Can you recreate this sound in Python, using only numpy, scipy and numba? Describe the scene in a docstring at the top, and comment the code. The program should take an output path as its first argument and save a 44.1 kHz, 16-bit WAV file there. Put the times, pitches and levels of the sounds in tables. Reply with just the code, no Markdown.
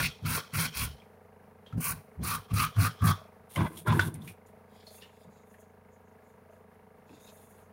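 """Close over a table, one microphone looking down. From 0 to 3.1 s a tape runner makes nine short strokes on paper:
the glue film peels with a hiss, the roller's slips ring the plastic case and the pressure drums the table.
From 3.5 s the strip is lifted and flipped: it rustles, flexes, flaps and snaps, all noise and resonances.
From 4.7 s it is smoothed by hand, as fingers slide over the paper in airy, whispering and dull bands of noise.
Throughout, a small motor chugs in the room by one knock a turn, over a low drone, room air and a short room tail."""
import sys
import numpy as np
from scipy import signal
from scipy.fft import rfft, irfft
from scipy.io import wavfile
from scipy.ndimage import uniform_filter1d
from numba import njit

SR = 44100
rng = np.random.default_rng(int(sys.argv[2]) if len(sys.argv) > 2 else 0)


def bounce(signal):
    """Save signal as a 16-bit WAV file at the path given by the first command-line argument."""
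    frames = np.transpose(np.atleast_2d(signal))
    limited = np.clip(frames, -1, 1)
    pcm = np.round(limited * 32767).astype(np.int16)
    wavfile.write(sys.argv[1], SR, pcm)


N = 340538

# runner strokes: (roller touches t/s, film breaks free t/s, full speed t/s, roller lifts t/s,
#   stuck re full speed level/dB, peel hiss level/dB, case ring level/dB, case ring at the lift level/dB,
#   paper scrape level/dB, extra on the second and third case modes level/dB, extra on the lowest scrape band level/dB)
STROKES = [(-.08, -.06, 0.0, .064, -20, -36, -34, -51, -32, 10, 6.5),
           (.23, .26, .335, .387, -22, -33.5, -36, -35, -32, 5, 5),
           (.525, .538, .59, .66, -18, -32.5, -39, -43, -31, 8, 4),
           (.738, .752, .78, .852, -10, -34, -44, -43, -33, 6, 3),
           (1.78, 1.808, 1.86, 1.922, -12, -32.5, -40, -42, -43, 1, 5),
           (2.225, 2.235, 2.3, 2.355, -22, -34, -36, -35, -36, -2.5, 1),
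           (2.51, 2.541, 2.6, 2.652, -15, -34.5, -31, -30, -34, -12, 6.5),
           (2.765, 2.788, 2.81, 2.873, -7, -35, -35, -36, -35, 3.5, 4.5),
           (3.018, 3.041, 3.08, 3.107, -8, -35, -25, -27, -35, -5.5, 4)]
# stroke envelopes: (extra while stuck level/dB, rise to full speed level/dB, attack dB/s, release dB/s,
#   tail re lift level/dB, tail decay dB/s)
PEEL_SHAPE = (-14, 9, 2000, 1200, -30, 72)
CASE_SHAPE = (-6, 9, 1200, 500, -22, 100)
SCRAPE_SHAPE = (-8, 12, 900, 700, -11, 125)
PEEL_SAG_DB, SCRAPE_SAG_DB = 2.5, 4  # lost between full speed and the lift


def runner():
    """The film peels while one train of roller slips excites paper, spool, case and table."""
    columns = np.transpose(STROKES)
    times = columns[:5]
    touch_s, free_s = columns[:2]
    peel_db, case_db, late_db, scrape_db, upper_db, edge_db = columns[5:]
    peel = stroked(times, peel_db, peel_db - PEEL_SAG_DB, PEEL_SHAPE)
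    case = stroked(times, case_db, late_db, CASE_SHAPE)
    scrape = stroked(times, scrape_db, scrape_db - SCRAPE_SAG_DB, SCRAPE_SHAPE)
    stroke = latest(touch_s)
    slips = grit(spread_db=2.5) * undb(2. * walk(120))
    rolling = peel / (peel + 0.36 * scrape + 1e-9)  # near 1 while peel outweighs scrape
    return (peel * peeling_film(free_s[stroke])
            + scrape * paper_and_spool(slips, rolling, edge_db[stroke])
            + case * plastic_case(slips, upper_db[stroke])
            + pressed_table(slips))


# hiss of the peeling film: (f/Hz, level/dB per Hz)
PEEL = [(3530, -30), (6000, -7), (7680, -10.5), (8750, -1.5), (10000, 2), (11600, -4.5), (12600, -1),
        (14900, -3), (15200, 2), (15800, -6.5)]
JUDDER_HZ, JUDDER_S = 140, .025  # starting rate of the jerks, their fade time


def peeling_film(free_s):
    """Tearing glue hisses; the film first tears in separate jerks that quicken and fade."""
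    since = np.maximum(np.arange(N) / SR - free_s, 0)
    jerk_phase = (JUDDER_HZ * since * (1 + 8 * since)) % 1
    jerk = np.exp(-jerk_phase / 0.14) - 0.15
    judder = undb(9 * np.exp(-since / JUDDER_S) * jerk * (since > 0))
    return judder * colour(grit(spread_db=6.0), PEEL) * undb(1.54 * walk(90))


# paper under the roller: (f/Hz, width/Hz, level/dB)
SCRAPE = [(2500, 1100, 3.5), (3950, 2300, 1.5)]
# spool inside the runner: (f/Hz, width/Hz, level/dB)
SPOOL = [(3206, 600, 2), (5170, 700, -8), (3730, 2100, -2.5), (2500, 250, -20)]


def paper_and_spool(slips, rolling, edge_db):
    """Slips ring the paper while the film peels; the spool rings on after it stops."""
    spool = 1.1 * (1 - 1.08 * rolling) * body(slips, SPOOL, patchy_db=2.5, drift=0.022)
    return rolling * body(slips, SCRAPE, [edge_db, 0], patchy_db=2.0, drift=0.028) + spool


# modes of the runner's case: (f/Hz, width/Hz, level/dB)
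CASE = [(1158, 220, 4), (1395, 360, 1), (480, 450, -10)]


def plastic_case(slips, upper_db):
    """The plastic case resonates to the roller's slips."""
    return body(slips, CASE, [0, upper_db, upper_db], patchy_db=2., drift=0.039)


# the hand presses: (starts t/s, hardest t/s, lets go t/s, hardest level/dB, last level/dB,
#   extra on the deepest table mode level/dB, extra on the third to fifth modes level/dB)
GRIP = [(-.03, 0.005, .08, -33, -37, 4, 1), (.225, .25, .385, -30, -41, 2.5, 3),
        (.535, .582, .72, -28, -50, -3, 4), (.76, .83, .95, -33, -50, 13, -2.5),
        (1.73, 1.78, 1.795, -27, -30, 1, -1), (1.82, 1.91, 2.0, -39, -50, 0, .5),
        (2.178, 2.2, 2.4, -33, -46, 7.5, -1), (2.512, 2.535, 2.68, -24, -41, .5, -4),
        (2.767, 2.79, 2.9, -18, -38, -9, -7.5), (3.015, 3.03, 3.11, -20.5, -23, -10, -6)]
# table modes: (f/Hz, width/Hz, level/dB)
TABLE = [(69.6, 30, -7.5), (108.1, 23, 1), (146, 46, 3), (216.9, 46, -10), (306, 60, -27),
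         (684, 100, -26.5)]
GRIP_RISE_DB, GRIP_ATTACK_DB_S, GRIP_RELEASE_DB_S = 12, 2000, 560


def pressed_table(slips):
    """Hand pressure couples the slips into the table, which drums."""
    *press, deep_db, high_db = np.transpose(GRIP)
    pressure = swell(*press, GRIP_RISE_DB, GRIP_ATTACK_DB_S, GRIP_RELEASE_DB_S)
    grip = latest(press[0])
    deep, high = deep_db[grip], high_db[grip]
    drum = body(slips, TABLE, [deep, 0, high, high, high, 0], drift=0.037)
    return pressure * steady(drum, span_s=.018)


HAND_RISE_DB, HAND_ATTACK_DB_S, HAND_RELEASE_DB_S = 8, 1800, 700


def hands():
    """The lifted strip and the sliding fingers; all but the hisses share one uneven crinkle."""
    crinkle = grit(spread_db=3.0) * undb(2.3 * walk(90))
    return rustling_strip() + flexing_strip(crinkle) + flapping_strip(crinkle) + sliding_fingers(crinkle)


def handled(rows):
    """Gain of the strip's gestures, from the first five columns of their table."""
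    return swell(*np.transpose(rows)[:5], HAND_RISE_DB, HAND_ATTACK_DB_S, HAND_RELEASE_DB_S)


# the strip rustles: (starts t/s, loudest t/s, stops t/s, loudest level/dB, last level/dB)
RUSTLES = [(3.5, 3.565, 3.69, -49, -57), (3.7, 3.75, 3.765, -56, -54), (3.768, 3.773, 3.85, -44, -69),
           (3.867, 3.877, 3.9, -40, -50), (3.9, 4.04, 4.08, -44.5, -46), (4.14, 4.144, 4.17, -56, -66),
           (4.21, 4.255, 4.27, -56, -53), (4.272, 4.278, 4.335, -47, -66), (4.462, 4.47, 4.51, -68, -74)]
# hiss of the rustle: (f/Hz, level/dB per Hz)
RUSTLE = [(2000, -19), (3500, -10), (4800, -18), (7800, -16), (9300, -5), (15800, -14)]


def rustling_strip():
    """Many small slips of the strip blend into an uneven hiss."""
    return handled(RUSTLES) * colour(grit(spread_db=6.0), RUSTLE) * undb(1.8 * walk(42))


# the strip buckles and flexes: (starts t/s, loudest t/s, stops t/s, loudest level/dB, last level/dB)
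FLEXES = [(3.558, 3.575, 3.67, -34, -40), (3.68, 3.7, 3.8, -56, -64), (3.866, 3.878, 4.09, -31, -50),
          (4.1, 4.17, 4.3, -62, -67)]
# modes of the buckling strip: (f/Hz, width/Hz, level/dB)
FLEX = [(610, 180, 0), (1020, 230, 5), (1570, 310, 1.5), (1980, 190, -9.5), (1940, 1240, -3),
        (3380, 270, -10)]


def flexing_strip(crinkle):
    """Crinkling excites the midrange modes of the buckling strip."""
    return handled(FLEXES) * body(crinkle, FLEX, patchy_db=3.5, drift=0.024)


# the strip flaps: (starts t/s, loudest t/s, stops t/s, loudest level/dB, last level/dB,
#   extra on the lowest mode level/dB)
FLAPS = [(3.572, 3.605, 3.655, -23, -28, -3), (3.7, 3.75, 3.84, -50, -51, -3),
         (3.878, 3.895, 4.04, -21, -32, 7), (4.055, 4.07, 4.088, -30, -33, 2),
         (4.1, 4.15, 4.32, -40.5, -50, 2)]
# low modes of the flapping strip: (f/Hz, width/Hz, level/dB)
FLAP = [(96.6, 33, -1), (160, 27, 3.5), (210.3, 52, -4), (323.6, 67, -10)]


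def flapping_strip(crinkle):
    """Crinkling drives the strip's low modes into an evened-out flutter."""
    columns = np.transpose(FLAPS)
    deep = columns[5][latest(columns[0])]
    flutter = body(crinkle, FLAP, [deep, 0, 0, 0], patchy_db=3.0, drift=0.022)
    return handled(FLAPS) * steady(flutter, span_s=.018)


# fingers slide on the paper: (starts t/s, loudest t/s, stops t/s, airy rustle level/dB,
#   narrow whisper level/dB, dull scuff level/dB)
SLIDES = [(4.72, 4.8, 4.85, -73, -78, -66), (4.864, 4.875, 4.9, -59, -68, -66),
          (4.91, 4.96, 5.0, -56.5, -64, -64), (5.017, 5.025, 5.045, -62, -74, -62),
          (5.08, 5.245, 5.26, -74, -76, -73), (5.3, 5.33, 5.42, -80, -77, -80),
          (5.47, 5.54, 5.57, -70, -76, -79), (5.58, 5.605, 5.625, -66, -70, -79),
          (5.91, 5.94, 5.97, -86, -79, -90), (6.06, 6.085, 6.11, -86, -80, -90),
          (6.27, 6.292, 6.33, -77, -78, -83), (6.5, 6.55, 6.58, -77, -81, -85),
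          (7.11, 7.15, 7.2, -71, -68, -68), (7.2, 7.27, 7.32, -63.5, -66, -66),
          (7.3, 7.36, 7.47, -60, -69, -72), (7.48, 7.53, 7.63, -65, -73, -80)]
# airy rustle of fingers on paper: (f/Hz, level/dB per Hz)
SHEEN = [(6000, -25), (7800, -12.5), (9400, -1.5), (10800, -3.5), (13000, -5.5), (15800, -7.5)]
SLIDE_RISE_DB, SLIDE_SAG_DB, SLIDE_ATTACK_DB_S, SLIDE_RELEASE_DB_S = 6, 6, 350, 250


def sliding_fingers(crinkle):
    """Skin rubs the paper in an airy rustle, a narrow whisper and a dull scuff."""
    columns = np.transpose(SLIDES)
    slide, whisper, scuff = (
        swell(*columns[:3], db, db - SLIDE_SAG_DB, SLIDE_RISE_DB, SLIDE_ATTACK_DB_S, SLIDE_RELEASE_DB_S)
        for db in columns[3:])
    airy = colour(grit(spread_db=1.5), SHEEN) * undb(2.1 * walk(40))
    narrow = body(crinkle, [(6690, 1400, 0.5)], patchy_db=2.5, drift=0.0084)
    # scuff bands: (f/Hz, width/Hz, level/dB)
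    dull_modes = [(3580, 300, -4), (2680, 500, -4), (4870, 600, -11), (3750, 2100, 0.5)]
    dull = body(crinkle, dull_modes, patchy_db=3.5, drift=0.045)
    return slide * airy + whisper * narrow + scuff * dull


# short snaps, knocks and ticks: runner touching down or film breaking free, strip snapping, fingers ticking:
#   (starts t/s, level/dB, ring f/Hz, t60 of the noisy ring t/s)
CONTACTS = [(1.0, -58, 3250, .1), (1.0194, -53, 2340, .08), (1.663, -54, 3220, 0.3),
            (1.726, -46, 1310, 0.096), (1.811, -40, 9000, .05), (2.239, -34, 9150, 0.029),
            (2.51, -41.5, 1170, 0.038), (2.5414, -38, 9450, 0.046), (2.767, -37, 1210, 0.032),
            (3.022, -32.5, 1180, 0.11), (3.5593, -28.5, 2120, .07), (3.77, -46.5, 3340, 0.14),
            (3.8735, -30, 1383, 0.22), (3.924, -23, 1000, 0.11), (3.9942, -15.5, 1510, 0.067),
            (3.996, -24, 940, 0.051), (3.56, -36, 3100, .1), (4.008, -32, 3460, 0.14),
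            (4.142, -37, 9340, 0.029), (4.15, -51.5, 2180, .08), (4.219, -50.5, 3560, .08),
            (4.2764, -39, 2436, 0.13), (4.4637, -63, 7000, 0.093), (4.868, -50.5, 4300, 0.27),
            (5.022, -48, 2820, 0.28), (5.026, -56, 1800, 0.2), (5.5417, -54.5, 1840, 0.089),
            (7.0926, -57, 2580, 0.069)]


def contacts():
    """Each snap, knock or tick is a broad crack into a noisy ring and a faster-fading pure one."""
    out, t = np.zeros(N + SR), np.arange(SR // 2) / SR
    for s, db, hz, t60 in CONTACTS:
        noise = rng.standard_normal(len(t))
        rough = unit(ring(noise, hz, 0.14 * hz)) * undb(-60 * t / max(t60, .01))
        clean = 1.08 * np.sin(2 * np.pi * hz * t) * undb(-60 * t / max(0.49 * t60, .01))
        crack = 0.083 * noise * undb(-60 * t / 0.01)
        out[int(s * SR):][:len(t)] += undb(db) * (.5 * rough + clean + crack)
    return out[:N]


# fingertips bump the table: (starts t/s, level/dB, ring f/Hz)
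BUMPS = [(3.7, -46.5, 325), (3.85, -41, 350), (5.25, -49, 173), (7.1, -48.5, 286)]


def bumps():
    """A soft fingertip gives the table a rounded attack and a low, noisy ring."""
    out, t = np.zeros(N + SR), np.arange(SR // 2) / SR
    for s, db, hz in BUMPS:
        noise = rng.standard_normal(len(t))
        thud = unit(ring(ring(noise, hz, .4 * hz), hz, .4 * hz))
        out[int(s * SR):][:len(t)] += undb(db) * thud * undb(-60 * t / 0.27) * (1 - np.exp(-t / 0.0021))
    return out[:N]


# motor speed: (t/s, turns per s)
MOTOR = [(0, 26.52), (4.4, 26.517), (5.4, 26.505), (7.72, 26.505)]
# housing modes, rung once a turn: (f/Hz, width/Hz, level/dB, lag t/s)
HOUSING = [(53, 20, -18.5, .01), (140, 50, -11.5, 0.0038), (212, 55, 1, .008), (435, 50, 2, .003),
           (510, 37, -4, .004), (758, 73, -4, 0.000056), (936, 89, -6.5, 0.0027), (1200, 200, -13, 0.0098),
           (1650, 200, -12.5, 0.), (2110, 300, -13, 0.0033), (2700, 500, -21, 0.0084)]
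# loose panel: (f/Hz, width/Hz, level/dB, lag t/s)
PANEL = (636, 66, -4.5, 1.14)
# the panel briefly buzzes louder: (t/s, extra level/dB)
BUZZES = [(3.22, 17.5), (4.54, 12.5), (4.91, 11), (5.25, 5.5), (5.6, 6.5), (6.52, 11), (7.34, 9)]
MOTOR_START = .98  # share of a turn done at 0 s
MOTOR_DB, DRONE_HZ, DRONE_DB = -59, 90.7, -66


def motor():
    """A knock per turn rings housing and panel, and loose parts tick in between; a low drone throbs beneath."""
    t = np.arange(N) / SR
    turn = MOTOR_START + np.cumsum(np.interp(t, *np.transpose(MOTOR))) / SR
    beats = np.flatnonzero(np.diff(np.floor(turn)))
    rub = 0.017 * rng.standard_normal(N) * np.exp(-(turn % 1) / 0.45)
    ticks = .15 * rng.standard_normal(N) * (rng.random(N) < 60 / SR)  # about 60 a second
    rattle = rub + ticks
    housing = sum(knocked_mode(beats, rattle, *mode) for mode in HOUSING)
    buzz_db = sum(db * np.exp(-((t - s) / .05) ** 2) for s, db in BUZZES)
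    chug = housing + undb(buzz_db) * knocked_mode(beats, rattle, *PANEL)
    drone_hz = DRONE_HZ * (1 + .003 * walk(4.6))
    drone = np.sin(2 * np.pi * np.cumsum(drone_hz) / SR) * undb(1.24 * walk(3.3))
    return undb(MOTOR_DB) * unit(chug) + undb(DRONE_DB) * unit(drone)


def knocked_mode(beats, rattle, hz, width_hz, db, lag_s):
    """One mode rung by knocks and rattle; higher modes answer each knock less evenly."""
    knock = np.zeros(N)
    knock[beats] = undb(0.89 * np.log(hz / 100) * rng.standard_normal(len(beats)))
    drive = knock + rattle * min(hz / 1500, 1)
    rung = unit(ring(ring(drive, hz, width_hz), hz, width_hz))
    return undb(db) * np.roll(rung, int(lag_s * SR))


# room air: (f/Hz, level/dB per Hz)
AIR = [(25, -18.5), (60, -14.5), (200, -7), (300, -21.5), (450, -13), (900, -14), (2000, -24.5),
       (3250, -37.5), (6500, -42.5), (8000, -45), (9500, -37), (16000, -38.5)]
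AIR_DB = -62


def room_air():
    """The room's steady noise, its level wandering a little."""
    level = undb(AIR_DB + 0.69 * walk(1.4) + 0.82 * walk(25))
    return level * colour(rng.standard_normal(N), AIR)


def undb(db):
    """Gain of a level in dB."""
    return 10 ** (np.asarray(db) / 20)


def unit(x):
    """Scaled to rms 1."""
    return x / np.sqrt(np.mean(x ** 2))


def ring(x, hz, width_hz):
    """One resonance, gain 1 at its centre."""
    return signal.lfilter(*signal.iirpeak(min(hz, .45 * SR), hz / width_hz, fs=SR), x)


@njit
def svf(x, hz, width_hz):
    """State-variable band-pass whose centre may move; gain 1 at the centre."""
    y, b, l = np.empty(len(x)), 0., 0.
    for i in range(len(x)):
        g, k = np.tan(np.pi * hz[i] / SR), width_hz / hz[i]
        v = (b + g * (x[i] - l)) / (1 + g * (g + k))
        b, l, y[i] = 2 * v - b, l + 2 * g * v, k * v
    return y


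def body(x, modes, extra_db=None, patchy_db=0., drift=0.):
    """Sum of steep resonances, whose level and pitch can wander as the contact moves."""
    extra_db = extra_db or [0.] * len(modes)
    out = 0
    for (hz, width_hz, db), extra in zip(modes, extra_db):
        centre = np.minimum(hz * (1 + drift * walk(8)), .45 * SR)
        mode = unit(svf(svf(x, centre, 1. * width_hz), centre, 1. * width_hz))
        out = out + undb(db + extra + patchy_db * walk(30)) * mode
    return out / np.sqrt(np.sum(undb(np.transpose(modes)[2]) ** 2))


def colour(x, spectrum):
    """Filter to a (f/Hz, level/dB) spectrum, rms 1."""
    hz, db = np.transpose(spectrum)
    bins = np.arange(1, N // 2 + 2) * SR / N
    return unit(irfft(rfft(x) * undb(np.interp(np.log(bins), np.log(hz), db)), N))


def grit(spread_db):
    """Dense slips of unequal size, the largest boost capped."""
    return rng.standard_normal(N) * undb(spread_db * np.minimum(rng.exponential(size=N), 4))


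def walk(rate):
    """Random levels drawn every 1 / rate s and slewed, trimmed to length, then scaled to rms 1."""
    k = int(SR / rate)
    return unit(uniform_filter1d(np.repeat(rng.standard_normal(N // k + 1), k), k)[:N])


def swell(start_s, peak_s, stop_s, peak_db, last_db, rise_db, attack_db_s, release_db_s):
    """Gain of many gestures: a quick attack, a rise to the peak, a slope to the last level, a release."""
    t, out = np.arange(0, N + 32, 32) / SR, -200
    for a, b, c, top, last in zip(start_s, peak_s, stop_s, peak_db, last_db):
        db = np.interp(t, [a, max(a, b), max(a, b, c)], [top - rise_db, top, last])
        out = np.maximum(out, db - attack_db_s * np.maximum(a - t, 0) - release_db_s * np.maximum(t - c, 0))
    return np.interp(np.arange(N) / SR, t, undb(out))


def latest(start_s):
    """Index of the event under way at each sample, switching 20 ms before its start."""
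    return np.searchsorted(start_s[1:], np.arange(N) / SR + .02)


def stroked(times, fast_db, lift_db, shape):
    """Gain of one layer of every stroke: faint from the touch, rising once free, a fading tail after the lift."""
    touch_s, free_s, fast_s, lift_s, stuck_db = times
    extra_db, rise_db, attack_db_s, release_db_s, tail_db, tail_db_s = shape
    faint, after = fast_db + stuck_db + extra_db, lift_db + tail_db
    stuck = swell(touch_s, touch_s, free_s, faint, faint, 0, attack_db_s, release_db_s)
    free = swell(free_s, fast_s, lift_s, fast_db, lift_db, rise_db, attack_db_s, release_db_s)
    tail = swell(lift_s, lift_s, lift_s, after, after, 0, attack_db_s, tail_db_s)
    return np.maximum(stuck, free) + tail


def steady(x, span_s):
    """A body driven without a break: swells longer than span_s are evened out."""
    span = int(span_s * SR)
    power = uniform_filter1d(uniform_filter1d(x ** 2, span), span)
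    return unit(x / np.sqrt(power + 1e-9))


ROOM_T60_S, ROOM_DB = 0.27, -16.5


def scene():
    """Runner and hands close by with a short room tail, over motor and room air."""
    near = runner() + hands() + contacts() + bumps()
    t = np.arange(SR // 2) / SR
    tail = rng.standard_normal(len(t)) * undb(-60 * t / ROOM_T60_S) * (t > .006)
    wet = signal.fftconvolve(near, tail / np.sqrt(np.sum(tail ** 2)))[:N]
    return (near + undb(ROOM_DB) * wet + motor() + room_air())[None]


TOP_HZ = 15800


def record(dry):
    """The microphone loses the deepest bass; the recorder cuts the top."""
    capsule = signal.sosfilt(signal.butter(2, 32, "high", fs=SR, output="sos"), dry)
    return signal.sosfilt(signal.ellip(10, .2, 60, TOP_HZ, fs=SR, output="sos"), capsule)


dry = scene()
out = record(dry)
bounce(out)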